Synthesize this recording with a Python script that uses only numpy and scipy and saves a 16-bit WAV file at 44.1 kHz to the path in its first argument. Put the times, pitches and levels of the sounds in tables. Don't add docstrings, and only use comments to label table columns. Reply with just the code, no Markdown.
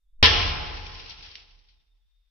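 import sys
import numpy as np
from scipy import signal
from scipy.fft import rfft, irfft
from scipy.io import wavfile
from scipy.ndimage import uniform_filter1d

SR = 44100
rng = np.random.default_rng(int(sys.argv[2]) if len(sys.argv) > 2 else 0)


def master(y):
    cut = np.clip(np.atleast_2d(y).T, -1, 1)
    pcm = np.round(cut * 32767)
    wavfile.write(sys.argv[1], SR, pcm.astype(np.int16))


N = 101429
T = np.arange(N) / SR
F = np.arange(N // 2 + 1) * SR / N + 1e-3
BANG_S = .2276
MID_SIDE = np.array([[1], [-1]])


def undb(db):
    return 10 ** (np.asarray(db) / 20)


def unit(x):
    return x / np.sqrt(np.mean(x ** 2))


def decay(start_s, t60_s, hold_s=0.):
    return (T >= start_s) * undb(-60 * np.clip(T - start_s - hold_s, 0, None) / t60_s)


def resonance(x, hz, width_hz):
    b, a = signal.iirpeak(hz, hz / width_hz, fs=SR)
    return signal.lfilter(b, a, x)


def steep_resonance(x, hz, width_hz):
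    return resonance(resonance(x, hz, width_hz), hz, width_hz)


def stereo_noise(alike):
    alike = np.clip(alike, -1, 1)
    mid, side = rng.standard_normal((2, N))
    return np.sqrt((1 + alike) / 2) * mid + np.sqrt((1 - alike) / 2) * side * MID_SIDE


def walk(rate_hz):
    step = int(SR / rate_hz)
    steps = np.repeat(rng.standard_normal(N // step + 1), step)
    return unit(uniform_filter1d(uniform_filter1d(steps, step), step)[:N])


def pan(left_minus_right_db):
    return undb(left_minus_right_db * MID_SIDE / 2)


def floor():
    rumble_noise = stereo_noise(0.7)
    for _ in range(4):
        rumble_noise = resonance(rumble_noise, hz=38, width_hz=23)
    return undb(-65.5) * unit(rumble_noise)


def whine(dull_hz):
    # centre_hz, width_hz, level_db (once risen)
    whine_bands = [(3655, 45, -83), (3410, 25, -92)]
    tones = 0
    for hz, width_hz, level_db in whine_bands:
        tones = tones + undb(level_db) * unit(steep_resonance(stereo_noise(0.55), hz, width_hz))
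    dull = signal.butter(8, dull_hz, fs=SR, output="sos")
    hiss = signal.sosfilt(dull, resonance(stereo_noise(.2), hz=2500, width_hz=6000))
    rise = np.clip((T - BANG_S) / .5, .3, 1)
    return (tones + undb(-89.5) * unit(hiss)) * rise


def rumble():
    # centre_hz, width_hz, level_db (before swell and decay), t60_s
    room_resonances = [(35.6, 8.1, -28, 2.2), (61, 26, -26.5, 1.8), (81.5, 19, -25.5, 1.6),
                       (147.7, 26, -40, 2)]
    rise_s, side_db = 0.041, -9.5
    since_s = np.clip(T - BANG_S, 0, None)
    out = 0
    for hz, width_hz, level_db, t60_s in room_resonances:
        mid, side = (unit(steep_resonance(v, hz, width_hz)) for v in rng.standard_normal((2, N)))
        swell = (1 - np.exp(-since_s / rise_s)) ** 2 * decay(BANG_S, t60_s)
        out = out + undb(level_db) * swell * (mid + undb(side_db) * side * MID_SIDE)
    return out


def panels():
    # pitch_hz, level_db (relative, before decay), t60_s
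    panel_modes = [(458, -9.5, 1.5), (714.5, -11, 1.5), (847, -4, 1.6), (1042, -5, 1.6), (1330, -7, 1.5),
                   (1660, -5, .8), (1807, -0.5, .6), (2320, -4, 0.39), (2970, -2.5, 1.0), (2818, 0.5, .8),
                   (3310, 1.5, 0.62), (3290, -2.5, 0.84), (4150, -6, .7), (5122, -4, 1), (5300, -6.5, 1.3)]
    panels_db, width_hz = -27, 5.5
    out = 0
    for hz, level_db, t60_s in panel_modes:
        ring = unit(resonance(stereo_noise(.3), hz, width_hz))
        out = out + undb(panels_db + level_db) * ring * decay(BANG_S, t60_s)
    return out


def patter():
    # time_s, level_db
    patter_level = [(.26, -36), (0.361, -29.5), (0.479, -32.5), (0.559, -42), (0.801, -45), (.9, -45.5),
                    (1.1, -44.5), (1.17, -46.5), (1.38, -50), (1.47, -60), (1.62, -64), (1.75, -68),
                    (1.95, -78)]
    grains_per_s, scatter_db, smear_s = 1900, 3.5, 0.01
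    grains = (rng.random(N) < grains_per_s / SR) * undb(scatter_db * rng.exponential(size=N))
    smeared = signal.lfilter([1], [1, -np.exp(-1 / (smear_s * SR))], grains)
    dust = 0
    for hz, band_db in ((3000, 0), (5200, -3)):
        dust = dust + undb(band_db) * resonance(stereo_noise(0.) * smeared, hz, width_hz=1500)
    time_s, level_db = np.array(patter_level).T
    return unit(dust) * undb(np.interp(T, time_s, level_db, left=-120))


def splinters():
    # start_s, peak_db (before pan and low cut), ring_hz, left_minus_right_db, t60_s, rise_s
    landings = [(0.86, -33, 3000, 16, 0.027, 0.0077), (0.994, -35.5, 3500, 9, 0.043, 0.0031),
                (1.06, -33, 3100, 5, 0.024, .001), (1.093, -30, 5200, 6, 0.033, 0.0045),
                (1.104, -29.5, 3450, 4, 0.1, 0.0021), (1.22, -36, 4350, 8, 0.085, 0.011),
                (1.245, -34.5, 3000, 3, 0.061, .006), (1.309, -39.5, 4200, 15, 0.043, .006),
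                (1.3541, -21, 3300, -1, 0.011, 0.00012), (1.359, -37, 4000, -0.5, 0.017, .0002),
                (1.589, -55.5, 4780, 20, 0.033, 0.0019), (1.682, -48.5, 3600, 3.5, 0.29, 0.0054)]
    width_hz, low_cut_hz = 4300, 2070
    answer_db, answer_late_s, answer_t60_s = -23, 0.0036, 0.52
    out = 0
    for start_s, peak_db, ring_hz, pan_db, t60_s, rise_s in landings:
        tick = np.clip((T - start_s) / rise_s, 0, 1) * decay(start_s, t60_s, rise_s)
        shape = tick + undb(answer_db) * decay(start_s + answer_late_s, answer_t60_s)
        alike = 0.76 * np.exp(-rise_s / 0.00069)
        hit = steep_resonance(stereo_noise(alike) * shape, ring_hz, width_hz)
        out = out + undb(peak_db) / np.abs(hit).max() * hit * pan(pan_db)
    return signal.sosfilt(signal.butter(4, low_cut_hz, "high", fs=SR, output="sos"), out)


def late():
    # centre_hz, level_db (relative, per Hz), t60_s, left-right correlation
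    tail_bands = [(119.1, -16, 1.7, 0), (147, -8.5, 1.5, 0), (188, -15, 1.9, 1), (453.6, -9, 1.916, 0),
                  (556, -12.5, 1.7, 0), (815, -8.5, 1.79, 0), (1240, -11, 1.7, 0.067),
                  (1900, -10, 1.6, 0.067), (2800, -3, 1.227, 0.6), (3422, 0.5, 1, 0.067),
                  (3890, -7.5, 1.2, 0.033), (5500, -6, 0.73, 0.3), (6713, -36, .9, .1)]
    late_db, flicker_db = -5, 0.43
    log_hz = np.log(np.array(tail_bands)[:, 0])
    out = 0
    for k, (_, level_db, t60_s, alike) in enumerate(tail_bands):
        share = np.interp(np.log(F), log_hz, np.arange(len(log_hz)) == k, left=0, right=0)
        band = irfft(rfft(stereo_noise(alike)) * np.sqrt(share), N)
        flicker = undb(level_db + flicker_db * walk(25))
        out = out + flicker * band * decay(BANG_S + 0.00067, t60_s)
    return undb(late_db) * out


def early():
    # (relative, per Hz)
    echo_colour = [(160, -52), (280, -20.5), (455, -3.5), (583, -26), (863, -15), (922, -24), (1020, -2),
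                   (1140, -26), (1800, -6), (2190, -9.5), (3280, -4.5), (5260, -11), (6400, -22),
                   (8320, -53), (14100, -120)]
    early_db, flicker_db, hold_s, t60_s = -12, 2.0, 0.034, 0.13
    hz, colour_db = np.array(echo_colour).T
    colour = undb(np.interp(np.log(F), np.log(hz), colour_db))
    echoes = unit(irfft(rfft(stereo_noise(.05)) * colour, N))
    return undb(early_db + flicker_db * walk(120)) * echoes * decay(BANG_S + .0003, t60_s, hold_s)


def thump():
    # pitch_hz, level_db, t60_s
    struck_modes = [(30, -24.5, .15), (80, -13, 0.19), (219.3, -20, 0.11)]
    push_db, push_s = -19.5, 0.0033
    since_s = np.clip(T - BANG_S, 0, None)
    out = undb(push_db) * since_s / push_s * np.exp(1 - since_s / push_s)
    for hz, level_db, t60_s in struck_modes:
        out = out + undb(level_db) * np.sin(2 * np.pi * hz * since_s) * decay(BANG_S, t60_s)
    return np.array([out, out])


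def crack():
    crack_db, crack_s, right_late_s = 5, .00013, .0004
    start_s = BANG_S + np.array([[0], [right_late_s]])
    u = (T - start_s) / crack_s
    return undb(crack_db) * (1 - u) * (u >= 0) * np.exp(-np.clip(u, 0, 50) / 1.5)


def expand(x, gate_db):
    ratio, smooth_s = 1.354, .06
    now = np.mean(x ** 2, axis=0)
    a = 1 / (smooth_s * SR)
    power = now + signal.lfilter([a], [1, a - 1], now)
    under_db = np.clip(gate_db - 10 * np.log10(power + 1e-14), 0, 30)
    return x * uniform_filter1d(undb(-(ratio - 1) * under_db), size=64)


def scene():
    bang = (crack() + early() + late() + panels()) * pan(0.9)
    return bang + thump() + rumble() + splinters() + patter() + floor()


def record(dry):
    dull_hz, bass_hz, split_hz, low_cut_hz, top_hz = 5685, 130, 2010, 8.7, 15500
    knee, hiss_db = 3.9, -91
    x = signal.sosfilt(signal.ellip(6, 1, 60, dull_hz, fs=SR, output="sos"), dry)
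    bass = signal.sosfiltfilt(signal.butter(3, bass_hz, fs=SR, output="sos"), x)
    below_split = signal.sosfiltfilt(signal.butter(3, split_hz, fs=SR, output="sos"), x)
    x = bass + expand(below_split - bass, gate_db=-56) + expand(x - below_split, gate_db=-54)
    x = signal.sosfiltfilt(signal.butter(4, low_cut_hz, "high", fs=SR, output="sos"), x)
    rounded = 1.069 * x / (1 + np.abs(x) ** knee) ** (1 / knee)
    x = rounded + whine(dull_hz) + undb(hiss_db) * rng.standard_normal(x.shape)
    return signal.sosfilt(signal.ellip(8, .2, 40, top_hz, fs=SR, output="sos"), x)


dry = scene()
out = record(dry)
master(out)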